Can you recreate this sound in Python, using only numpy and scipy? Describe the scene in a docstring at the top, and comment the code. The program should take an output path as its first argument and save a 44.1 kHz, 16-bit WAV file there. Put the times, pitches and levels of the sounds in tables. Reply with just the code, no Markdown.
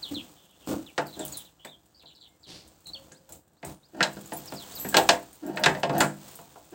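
"""Outdoors in quiet air, a jacket rustles as small birds chirp and shoes scuff: shaped noise and gliding tones.
Then someone works the iron latch and chain of an old plank door. Struck iron and boards ring as decaying modes,
chain links tick and jingle as short noise bursts and pure notes, and the latch drags by stick-slip friction.
Faint far whistles and hums enter later. Sparse decaying taps give the short echo of the walls and ground."""
import sys
import numpy as np
from scipy import signal
from scipy.fft import rfft, irfft, next_fast_len
from scipy.io import wavfile
from scipy.ndimage import uniform_filter1d

SR = 44100
rng = np.random.default_rng(int(sys.argv[2]) if len(sys.argv) > 2 else 0)


def materialize(psi):
    """Save the field psi as 16-bit PCM at rate SR to the path in sys.argv[1].

    A 1-D psi becomes a single channel; in a 2-D psi each row is a channel.
    """
    bounded = np.clip(np.atleast_2d(psi).T, -1, 1)
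    quanta = np.round(bounded * 32767).astype(np.int16)
    wavfile.write(sys.argv[1], SR, quanta)


N = 297234
TIME = np.arange(N) / SR  # the whole scene [s]
AFTER = np.arange(SR * 3 // 4) / SR  # time since one event began [s]


def amp(db):
    """Level law: decibels to amplitude gain."""
    return 10 ** (np.asarray(db) / 20)


def unit(x):
    """Power normalisation: scales to rms 1."""
    return x / np.sqrt(np.mean(x ** 2) + 1e-20)


def unit_peak(x, size=220):
    """Short-time normalisation: the loudest 5 ms get rms 1."""
    return x / np.sqrt(uniform_filter1d(x ** 2, size).max() + 1e-20)


def read(points, hz):
    """Interpolation of a table along a logarithmic frequency axis."""
    f, value = np.transpose(points)
    return np.interp(np.log(hz + 1), np.log(f + 1), value)


def level(rows):
    """Level contour: interpolates (time, dB) rows into a gain for every sample."""
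    return amp(np.interp(TIME, *np.transpose(rows)))


def colour(x, spectrum):
    """Spectral shaping: weights the Fourier components by a table, at rms 1."""
    size = next_fast_len(len(x))
    gain = amp(read(spectrum, np.fft.rfftfreq(size, 1 / SR)))
    return unit(irfft(rfft(x, size) * gain, size)[:len(x)])


def band(x, hz, kind, order=3):
    """Causal Butterworth filtering: low-, band- or high-pass."""
    return signal.sosfilt(signal.butter(order, hz, kind, fs=SR, output="sos"), x)


def add(mix, s, sound):
    """Superposition: adds a sound into the mix at time s [s]."""
    part = mix[max(round(s * SR), 0):][:len(sound)]
    part += sound[:len(part)]


def stroke(s, length, attack_s, release_s):
    """Envelope of one movement: linear attack, hold, exponential release."""
    attack = np.clip((TIME - s) / attack_s, 0, 1)
    return attack * np.exp(-np.clip((TIME - s - length) / release_s, 0, 20))


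def grains(per_s, spread_db):
    """Granular friction: sparse random impulses, tiny slips of uneven size."""
    size = amp(spread_db * np.minimum(rng.exponential(1, N), 4))
    return unit(rng.standard_normal(N) * size * (rng.random(N) < per_s / SR))


def wobble(size):
    """Smoothed random modulation: a quick waver of rms 1."""
    return unit(uniform_filter1d(rng.standard_normal(len(AFTER)), size=size))


def resonate(x, hz, width):
    """Single resonance of gain 1: shifts hz to zero, smooths with one pole, shifts back."""
    turn = np.exp(2j * np.pi * np.cumsum(hz * np.ones(len(x))) / SR)
    r = np.exp(-np.pi * width / SR)
    return 2 * (turn * signal.lfilter([1 - r], [1, -r], x / turn + 1e-18)).real


def chatter(db, fade_s=0.013, per_s=350):
    """Contact bounce: one unit impulse, then random rebounds that die away exponentially."""
    t = AFTER[:SR // 20]
    hits = rng.standard_normal(len(t)) * (rng.random(len(t)) < per_s / SR)
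    rebounds = hits * np.exp(-t / fade_s) * (t > .002)
    return amp(db) * rebounds / (np.linalg.norm(rebounds) + 1e-9) + (t == 0)


# spectrum of the quiet outdoor air: (frequency [Hz], relative density [dB per Hz])
AIR_SPECTRUM = [(15, -48), (25, -1.5), (79, 14.5), (274, -5.5), (389, 3), (895, -1.5), (1200, -5),
                (1660, -1.5), (2230, -22), (6550, -38.5), (8130, -31.5), (11200, -31.5), (15500, -48)]


def air(rms_db=-73):
    """Stationary background: steady Gaussian noise with a fixed spectrum."""
    return amp(rms_db) * colour(rng.standard_normal(N), AIR_SPECTRUM)


# how busily the arms move, heard as jacket swish: (time [s], relative level [dB])
ARM_MOTION = [(0, -56.5), (.24, -57), (.52, -69.5), (.76, -52.5), (.92, -63.5), (1.33, -50.5), (1.56, -72),
              (2.42, -72), (2.6, -66.5), (3.37, -70.5), (3.42, -78), (3.88, -70.5), (4.13, -56),
              (4.82, -48), (5.38, -61), (5.72, -63.5), (6.3, -56), (6.62, -62)]
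# hand and cuff brushing the boards: (time [s], length [s], relative rub level [dB], relative swish level [dB])
BOARD_BRUSHES = [(.1, 0.056, -49, -56), (1.14, 0.057, -44.5, -60), (2.62, 0.1, -52.5, -68),
                 (2.85, 0.24, -51, -62), (3.29, 0.069, -50.5, -63.5), (3.65, 0.056, -38, -53),
                 (4.84, 0.048, -45, -60), (4.98, 0.16, -40, -46.5), (5.66, 0.13, -44, -53),
                 (6.0, 0.074, -43, -64), (6.2, 0.14, -63, -52.5)]
BRUSH_ATTACK_S, BRUSH_RELEASE_S = 0.018, 0.039
# one sweep of the sleeve
SWEEP_AT_S, SWEEP_S, SWEEP_DB, SWEEP_ATTACK_S, SWEEP_RELEASE_S = 2.46, 0.1, -46.5, .04, 0.063
# spectra of jacket cloth, of dull rubbing and of the sleeve: (frequency [Hz], relative density [dB per Hz])
CLOTH_SPECTRUM = [(800, 6.5), (2000, -3.5), (3500, 0), (5500, -2.5), (7900, 2), (9500, -6), (11500, -15.5),
                  (14000, -3.5), (15800, 2)]
RUB_SPECTRUM = [(18, -46.5), (30, -17), (59, 10), (114, -1.5), (147, 3.5), (271, -0.5), (321, 4.5),
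                (372, -10.5), (509, -2), (579, -9), (697, -4), (1170, -15), (2500, -30), (3250, -53),
                (5500, -120)]
SLEEVE_SPECTRUM = [(60, 3.5), (200, 7.5), (400, 3), (1500, -10), (3000, -3.5), (4600, 3), (6200, -5.5),
                   (9000, -13), (15000, -31)]


def handling(swish_db=5, rub_db=-5, crinkle_db=-9, moving_rub_db=0, resting_rub_db=-66):
    """Granular friction: fine and sparse slips of cloth, and hands and chain rubbing dully on the boards."""
    swishing = level(ARM_MOTION)
    rubbing = amp(moving_rub_db) * swishing + amp(resting_rub_db)
    for s, length, board_db, cloth_db in BOARD_BRUSHES:
        touch = stroke(s, length, BRUSH_ATTACK_S, BRUSH_RELEASE_S)
        rubbing = np.maximum(rubbing, amp(board_db) * touch)
        swishing = np.maximum(swishing, amp(cloth_db) * touch)
    cloth = grains(6300, 0.77) + amp(crinkle_db) * grains(250, 0.67)
    swish = colour(cloth, CLOTH_SPECTRUM) * swishing
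    rub = band(colour(grains(1400, 2.6), RUB_SPECTRUM), 58, "highpass", order=2) * rubbing
    sweep = stroke(SWEEP_AT_S, SWEEP_S, SWEEP_ATTACK_S, SWEEP_RELEASE_S)
    sleeve = colour(grains(9000, 1.1), SLEEVE_SPECTRUM) * sweep
    return amp(swish_db) * swish + amp(rub_db) * rub + amp(SWEEP_DB) * sleeve


# spectrum of touching chain links: (frequency [Hz], relative density [dB per Hz])
LINK_SPECTRUM = [(1500, -18), (4000, -10.5), (6000, -13), (7700, 0), (9200, -8), (11500, -8.5),
                 (14000, -10), (15800, -3)]


def jingle(per_s=25, jingle_db=-3, t60=.05):
    """Random impact train: the held chain ticks at chance moments, at a level that follows the arms."""
    tick = colour(rng.standard_normal(len(AFTER)), LINK_SPECTRUM) * amp(-60 * AFTER / t60)
    ticks = unit(signal.fftconvolve(grains(per_s, 1.5), tick)[:N])
    return amp(jingle_db) * level(ARM_MOTION) * ticks


# the pitch moves fast and then levels off, the more so the greater the note's change in level
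CHIRP_SAG, SAG_PER_FADE_DB = .6, 0.13
CHIRP_EDGES = 0.3  # share of a note spent fading in and out


def chirp(length, start_hz, end_hz, depth_hz, fade_db, first_buzz,
          buzz_hz=105, full_buzz_hz=480, uneven=.3, rough=0.32):
    """Joint frequency and amplitude modulation: a gliding whistle buzzes, loudest as each beat swings down."""
    u = np.arange(0, 1, 1 / (length * SR))  # progress through the note
    rate = buzz_hz * (1 + uneven * wobble(size=300)[:len(u)])
    beat = 2 * np.pi * (np.cumsum(rate) / SR + rng.random())
    sag = CHIRP_SAG + SAG_PER_FADE_DB * abs(fade_db)
    glide = start_hz + (end_hz - start_hz) * np.expm1(-sag * u) / np.expm1(-sag)
    # the buzz deepens from its first share to its full depth
    depth = depth_hz * (first_buzz + (1 - first_buzz) * np.sin(np.pi * u / 2) ** 2)
    hz = glide + depth * (np.sin(beat) + rough * wobble(size=60)[:len(u)])
    pulsing = 1 - np.minimum(depth / full_buzz_hz, 1) * np.cos(beat)
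    strength = signal.windows.tukey(len(u), CHIRP_EDGES) * amp(fade_db * u) * pulsing
    return strength * np.sin(2 * np.pi * np.cumsum(hz) / SR)


# mostly falling chirps: (time [s], length [s], level [dB], start pitch [Hz], end pitch [Hz],
# buzz depth [Hz], level change over the note [dB])
BIRD_CHIRPS = [(0.021, 0.09, -28, 5000, 3030, 284, -23), (0.141, 0.079, -31, 4550, 2870, 403, -12),
               (.35, 0.13, -58, 3440, 3170, 350, -6), (.48, .1, -61, 3340, 3070, 350, -1.5),
               (.6, 0.067, -58.5, 3410, 2850, 350, 0), (0.861, 0.055, -42.5, 4220, 2460, 250, -15),
               (1.056, 0.062, -49.5, 4800, 4160, 350, -6.5), (1.124, 0.053, -45.5, 4160, 3440, 400, -6.5),
               (1.2, .07, -38.5, 4000, 3120, 350, -13), (1.324, .11, -42, 4800, 3270, 380, -9),
               (1.441, .06, -52, 4200, 3090, 350, -10.5), (1.586, 0.083, -57, 3070, 3200, 250, 3),
               (1.666, .04, -46.5, 3450, 3750, 130, -1), (1.704, 0.056, -49, 3700, 3160, 130, -3.5),
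               (1.939, 0.074, -54.5, 4650, 4880, 200, -5), (1.991, 0.042, -57, 4780, 3220, 644, -0.5),
               (2.051, 0.089, -50, 4150, 3390, 544, -7.5), (2.146, 0.048, -56, 4900, 3900, 500, -2.5),
               (2.195, .095, -50, 4560, 3150, 446, -6), (2.427, .05, -51.5, 4880, 3280, 450, -3.5),
               (2.495, .035, -49, 3730, 3200, 450, -1), (2.853, 0.052, -47, 4180, 3990, 220, 4.5),
               (2.933, 0.016, -32.5, 4560, 4330, 100, -3.5), (2.945, 0.039, -34.5, 3810, 2836, 220, -16.5),
               (4.472, 0.026, -41, 5830, 4480, 150, -3), (4.553, .1, -42, 5620, 2950, 220, -4.5),
               (4.756, .032, -38.5, 5450, 3500, 150, -4.5)]
# short upward calls: (time [s], level [dB])
UPWARD_CALLS = [(3.145, -60), (3.565, -69.5), (3.827, -59.5), (4.713, -50)]
CALL_S, CALL_FROM_HZ, CALL_TO_HZ, CALL_BUZZ_HZ, CALL_FADE_DB = .042, 3400, 5150, 120, -1
# loud chirps count as near and begin with less buzz; faint ones as far, and buzz fully throughout
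NEAR_BIRD_DB, FAR_BIRD_DB = -33, -50
LEAST_FIRST_BUZZ = 0.34  # share of the full buzz depth


def birds(near_scatter=0.28, far_scatter=0.63, scatter_t60=0.057):
    """Direct and diffuse sound: twigs and eaves scatter a share of each chirp, more for distant birds."""
    direct, scattered = np.zeros(N), np.zeros(N)
    for s, length, db, start_hz, end_hz, depth_hz, fade_db in BIRD_CHIRPS:
        far = np.clip((db - NEAR_BIRD_DB) / (FAR_BIRD_DB - NEAR_BIRD_DB), 0, 1)
        first_buzz = max(far, LEAST_FIRST_BUZZ)
        note = amp(db) * chirp(length, start_hz, end_hz, depth_hz, fade_db, first_buzz)
        share = np.clip(near_scatter + (far_scatter - near_scatter) * far, 0, 1)
        add(direct, s, np.sqrt(1 - share ** 2) * note)
        add(scattered, s, share * note)
    for s, db in UPWARD_CALLS:
        add(direct, s, amp(db) * chirp(CALL_S, CALL_FROM_HZ, CALL_TO_HZ, CALL_BUZZ_HZ, CALL_FADE_DB, 1))
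    paths = rng.standard_normal(len(AFTER)) * amp(-60 * AFTER / scatter_t60)
    return direct + signal.fftconvolve(scattered, paths / np.linalg.norm(paths))[:N]


# shoe scuffs: (time [s], level [dB], length [s], grit re thump [dB], hollow scrape re thump [dB])
SHOE_SCUFFS = [(0.108, -37.5, 0.064, -8, -37), (0.163, -38, 0.02, -29, -28),
               (0.671, -36.5, 0.047, -4.5, -11.5), (0.686, -29.5, 0.094, -9.5, -8.5),
               (0.737, -30.5, 0.011, -20, -8.5)]
# spectra of the sole's thump and of its hollow scrape: (frequency [Hz], relative density [dB per Hz])
SOLE_SPECTRUM = [(25, -43), (100, -8), (150, -9.5), (230, 0), (310, 7.5), (400, -19.5), (520, -10),
                 (900, -37), (1600, -40.5), (4000, -54)]
SCRAPE_SPECTRUM = [(150, -26), (400, 9), (650, 3), (950, -4), (1400, -5), (2200, -50), (6000, -47)]


def shoes(tail_t60=0.29, grit_t60=0.15, scrape_t60=0.27):
    """Impact and granular friction: a sole thumps on concrete, scrapes and crunches grit."""
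    out = np.zeros(N)
    for s, db, length, grit_db, scrape_db in SHOE_SCUFFS:
        rise = np.minimum(AFTER / 0.0035, 1)
        late = np.maximum(AFTER - length / 2, 0)  # the decay begins halfway through
        thump = colour(rng.standard_normal(len(AFTER)), SOLE_SPECTRUM) * amp(-60 * late / tail_t60)
        grit = colour(grains(3000, 1.0)[:len(AFTER)], CLOTH_SPECTRUM) * amp(grit_db - 60 * late / grit_t60)
        scrape = colour(grains(900, 1)[:len(AFTER)], SCRAPE_SPECTRUM)
        scrape = scrape * amp(scrape_db - 60 * late / scrape_t60)
        add(out, s, amp(db) * rise * (thump + grit + scrape))
    return out


# decay time of the door's dense lesser resonances: (frequency [Hz], t60 [s])
DENSE_T60 = [(100, 0.49), (260, 0.18), (700, 0.25), (1840, 0.22), (4850, 0.11), (14000, 0.3)]


def dying(x):
    """Frequency-dependent damping: every band decays at the door's own speed."""
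    hz, t, z = signal.stft(x, SR, nperseg=256)
    decay = amp(-60 * t / read(DENSE_T60, hz)[:, None])
    return signal.istft(z * decay, SR, nperseg=256)[1][:len(x)]


# main modes of door and latch: (frequency [Hz], relative level [dB], t60 [s])
DOOR_MODES = [(146, -9, .55), (199, -8, .5), (250, -9, .45), (288, -10, .4), (327, -6, .38), (392, -8, .32),
              (503, -2, .26), (619, -1, .24), (688, 3, .26), (780, -4, .2), (872, -3, .2), (914, -1, .18),
              (1005, -6, .16), (1391, -2, .13), (1506, -2, .13), (1632, 3, .14), (1809, 1, .12),
              (2590, -2, .12), (2920, -2, .1), (3994, -1, .1), (4450, -2, .1), (5067, -1, .12)]
# spectrum of the dense lesser resonances: (frequency [Hz], relative density [dB per Hz])
DENSE_SPECTRUM = [(25, -42), (60, -43), (140, 3.5), (320, -2.5), (650, 4), (950, 3), (1200, -7),
                  (1700, -0.5), (2200, -5), (2900, -1), (4300, 0), (6000, -7), (8000, -8), (10500, -31.5),
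                  (15500, -31)]


def door_ring(modes_db=-1, place_db=2):
    """Modal response: a crack, dense resonances, and main modes excited according to the place struck."""
    hz, db, t60 = np.transpose(DOOR_MODES)[:, :, None]
    strength = amp(db + place_db * rng.standard_normal(hz.shape))
    tones = np.sin(2 * np.pi * (hz * AFTER + rng.random(hz.shape)))
    modes = (strength * np.exp(-np.log(1000) * AFTER / t60) * tones).sum(0)
    modes = modes / np.sqrt(np.sum(amp(db) ** 2) / 2)
    dense = dying(colour(rng.standard_normal(len(AFTER)), DENSE_SPECTRUM))
    crack = band(colour(rng.standard_normal(len(AFTER)), DENSE_SPECTRUM), 1200, "highpass")
    crack = crack * amp(8) * np.exp(-AFTER / .007)
    return dense + crack + amp(modes_db) * modes


# latch blows: (time [s], relative level [dB], thud of the boards [dB], clang of the hasp [dB],
# bright crack [dB], favoured note of the iron [Hz], chatter re first contact [dB]);
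# thud, clang and crack are relative levels that the trims in latch() shift
LATCH_BLOWS = [(0.979, -16, -7.5, 1, -5, 1430, -38), (1.648, -35.5, -4.5, 2.5, -3, 2280, -10),
               (2.034, -48, -3, -6, -5, 4030, -14), (3.116, -51, 7.5, 6, 0, 1600, -12),
               (3.29, -44, -22, -25, -9, 1370, 5), (3.629, -29.5, -3.5, -1.5, -13, 1890, -3.5),
               (4.006, -15.5, -6, 7, -8.5, 1630, -29), (4.028, -15.5, -37, -2, 6.5, 4070, -31),
               (4.168, -36.5, 6.5, 0.5, -7, 1380, -19), (4.32, -25, -3, -3, -11.5, 1850, -33),
               (4.522, -27.5, -1.5, -3.5, -9, 1330, -27.5), (4.848, -27.5, 2.5, -1, -28, 1750, -7),
               (4.943, -10.5, -17, 3, -3.5, 1670, -5), (4.968, -5.5, -15, -1.5, 1.5, 1640, -25),
               (5.09, -5.5, -17, 1.5, 1, 1750, -27.5), (5.572, -22.5, -27, 3.5, -4.5, 1310, -29),
               (5.637, -21.5, -19, 10, 11.5, 3840, -18), (5.66, -9, -9.5, 4.5, -0.5, 1780, -30),
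               (5.749, -23, -9, -1.5, -13, 1810, -10), (5.832, -12, -12.5, -2, -8.5, 2980, -11),
               (5.895, -17.5, -1, -6.5, -14, 1260, -15), (6.006, -11.5, -5.5, 4, -2.5, 1410, -10),
               (6.389, -35.5, -8.5, -4.5, -12, 1220, -32), (6.557, -37, -44, -10, -29, 1650, -21)]


def latch(thud_db=-9, knock_db=-9, clang_db=-9, bright_db=-9, swell_s=0.0025,
          note_db=2, note_width_hz=300, slide_db=-30, slide_s=0.0023):
    """Impact excitation: iron slides, then strikes iron; heavy boards respond a few milliseconds later."""
    out, lead = np.zeros(N), AFTER[:SR // 40]
    for s, db, thud, clang, bright, note_hz, chatter_db in LATCH_BLOWS:
        ring = signal.fftconvolve(door_ring(), chatter(chatter_db))[:len(AFTER)]
        ring = ring + amp(note_db) * resonate(ring, note_hz, note_width_hz)
        boards = band(ring, 400, "lowpass", order=4) * (1 - np.exp(-AFTER / swell_s))
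        plank = band(ring, [400, 1150], "bandpass")
        hasp = band(ring, [1150, 2400], "bandpass")
        iron = band(ring, 2400, "highpass")
        parts = [(boards, thud + thud_db), (plank, knock_db),
                 (hasp, clang + clang_db), (iron, bright + bright_db)]
        add(out, s, sum(amp(db + part_db) * unit_peak(part) for part, part_db in parts))
        # the slide swells up to the moment of contact
        slide = colour(rng.standard_normal(len(lead)), DENSE_SPECTRUM) * np.exp(-lead[::-1] / slide_s)
        add(out, s - lead[-1], amp(db + slide_db) * slide)
    return out


def link_notes(t, count=12):
    """Damped modal ringing: a link's few high modes, different at every touch, damped by the hand."""
    hz = rng.uniform(6000, 15800, (count, 1))
    strength = amp(read(LINK_SPECTRUM, hz)) * rng.standard_normal((count, 1))
    return unit((strength * np.sin(2 * np.pi * hz * t)).sum(0)) * amp(-60 * t / .06)


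# chain links touching: (time [s], relative level [dB], amplitude share of the top fizz [dB])
LINK_TOUCHES = [(1.0685, -33.5, 0), (1.194, -26.5, -25), (1.2512, -21, 0), (1.2809, -32, -17),
                (1.3242, -29, -2), (1.3719, -24.5, -1), (1.65, -33, -2.5), (2.6783, -41.5, -1.5),
                (2.87, -35, -6), (3.1204, -38.5, -28), (3.292, -38, -1), (3.3227, -29.5, -1.5),
                (3.6494, -29.5, -3.5), (4.334, -29, -1), (4.367, -33.5, -25), (4.714, -37.5, -27),
                (4.753, -31, 2), (4.7878, -27.5, 0), (4.8882, -19, -0.5), (4.9693, -11.5, -1.5),
                (5.33, -38.5, -1.5), (5.465, -33.5, -0.5), (5.56, -34, -1), (5.5957, -32, 0),
                (5.798, -37.5, -1.5), (5.981, -19, -0.5), (6.0047, -13, -6.5), (6.355, -27, 0)]
# links that swing free and ring on: (time [s], note [Hz], level [dB], t60 [s])
FREE_LINKS = [(1.323, 6770, -35.5, 0.088), (1.37, 10030, -33.5, 0.083), (3.651, 9540, -51, 0.35),
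              (4.259, 6970, -40, 0.039), (4.334, 10030, -35.5, 0.1), (4.366, 15600, -35, .06),
              (4.372, 13900, -34.5, 0.099), (4.754, 13700, -36, 0.15), (4.799, 12522, -32, 0.32),
              (4.796, 7230, -46, 0.85), (4.797, 7880, -45, 0.73), (4.798, 13910, -37.5, 0.36)]


def chain(tick_s=0.00044, tail_db=-12, tail_t60=0.24, clink_db=-8, fizz_db=0, notes_db=-8, rebound_db=-9):
    """Damped and free vibration: held links tick and jingle briefly, free links ring with thin pure notes."""
    out, t = np.zeros(N), AFTER[:SR // 3]
    for s, db, fizz in LINK_TOUCHES:
        decay = np.exp(-t / tick_s) + amp(tail_db - 60 * t / tail_t60)
        tick = colour(rng.standard_normal(len(t)), LINK_SPECTRUM) * decay
        tick = signal.fftconvolve(tick + amp(notes_db) * link_notes(t), chatter(rebound_db))
        share = np.clip(amp(fizz + fizz_db), .05, .97)
        low = unit_peak(band(tick, 9500, "lowpass", order=6))
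        high = unit_peak(band(tick, 12000, "highpass"))
        add(out, s, amp(db + clink_db) * (np.sqrt(1 - share ** 2) * low + share * high))
    for s, hz, db, t60 in FREE_LINKS:
        add(out, s, amp(db - 60 * AFTER / t60) * np.sin(2 * np.pi * hz * AFTER))
    return out


# latch dragging on the boards: (time [s], length [s], final level [dB], judder pitch [Hz],
# judder re plain scraping [dB])
DRAG_STROKES = [(1.165, 0.042, -37, 327, 2.5), (3.928, 0.076, -35, 304, -4.5),
                (4.921, 0.039, -24.5, 1662, -10), (5.42, 0.082, -34, 302, 3), (5.529, 0.12, -31, 686, -14),
                (5.669, 0.0088, -28.5, 680, 4.5), (5.926, 0.0626, -20, 682, -3.5),
                (6.031, 0.022, -50, 300, 15), (6.718, 0.017, -36.5, 346, -5)]
# spectrum of the slips: (frequency [Hz], relative level [dB])
SLIP_SPECTRUM = [(100, 10), (300, 11), (700, 4.5), (1200, 1.5), (3000, -13.5), (9000, -17)]
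# each stroke grows as the hand presses harder, then lets go
PRESS_DB, DRAG_ATTACK_S, DRAG_RELEASE_S = 11, .006, 0.024


def drag(slips_per_s=500, judder_width_hz=90):
    """Stick-slip friction: slipping iron shakes the door and judders, louder as each stroke presses on."""
    slips, ring = colour(grains(slips_per_s, 2.6), SLIP_SPECTRUM), door_ring()
    pressure, judders = np.zeros(N), np.zeros(N)
    for s, length, db, hz, judder_db in DRAG_STROKES:
        press = amp(db - PRESS_DB * np.clip(1 - (TIME - s) / length, 0, 1))
        force = press * stroke(s, length, DRAG_ATTACK_S, DRAG_RELEASE_S)
        felt = force[round(s * SR):][:len(AFTER)]
        judder = resonate(rng.standard_normal(len(AFTER)), hz, judder_width_hz)
        judder = unit(resonate(judder, hz, judder_width_hz))
        add(judders, s, amp(judder_db) * felt * judder[-len(felt):])
        pressure += force
    steady_rms = np.std(signal.fftconvolve(slips, ring)[:N])
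    return signal.fftconvolve(slips * pressure, ring)[:N] / steady_rms + judders


# faint far whistles and hums: (time [s], length [s], pitch [Hz], level [dB])
FAR_NOTES = [(2.073, .05, 7300, -66), (2.196, .04, 7550, -66), (2.25, 0.14, 2114, -74),
             (2.282, 0.031, 7300, -69), (2.392, .05, 7450, -67), (2.92, 0.14, 544, -56.5),
             (3.0, 0.47, 533, -64)]


def far_tones(waver=0.023):
    """Random frequency modulation: soft, slightly unsteady sine notes from far off."""
    out = np.zeros(N)
    for s, length, hz, db in FAR_NOTES:
        pitch = hz * (1 + waver * wobble(size=150)[:int(length * SR)])
        fade = signal.windows.tukey(len(pitch), .6)
        add(out, s, amp(db) * fade * np.sin(2 * np.pi * np.cumsum(pitch) / SR))
    return out


def yard(x, wet_db, t60):
    """Diffuse reflection: sparse, decaying random echoes from the walls and the ground."""
    sparse = rng.standard_normal(len(AFTER)) * (rng.random(len(AFTER)) < 2000 / SR)
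    taps = sparse * (AFTER > .004) * amp(-60 * AFTER / t60)
    return x + amp(wet_db) * signal.fftconvolve(x, taps / np.linalg.norm(taps))[:N]


def scene():
    """Superposition: person, door and chain close by, birds and far tones with more echo, in quiet air."""
    near = handling() + jingle() + shoes() + latch() + chain() + drag()
    far = birds() + far_tones()
    return (air() + yard(near, wet_db=-19.5, t60=0.29) + yard(far, wet_db=-10, t60=.26))[None]


def record(dry, low_cut_hz=45, edge_hz=16050):
    """Band limitation: the microphone's low cut, then a steep linear-phase low-pass."""
    thinned = band(dry, low_cut_hz, "highpass", order=2)
    low_pass = signal.firwin(511, edge_hz, window=("kaiser", 9), fs=SR)
    return signal.oaconvolve(thinned, low_pass[None], "same")


dry = scene()
out = record(dry)
materialize(out)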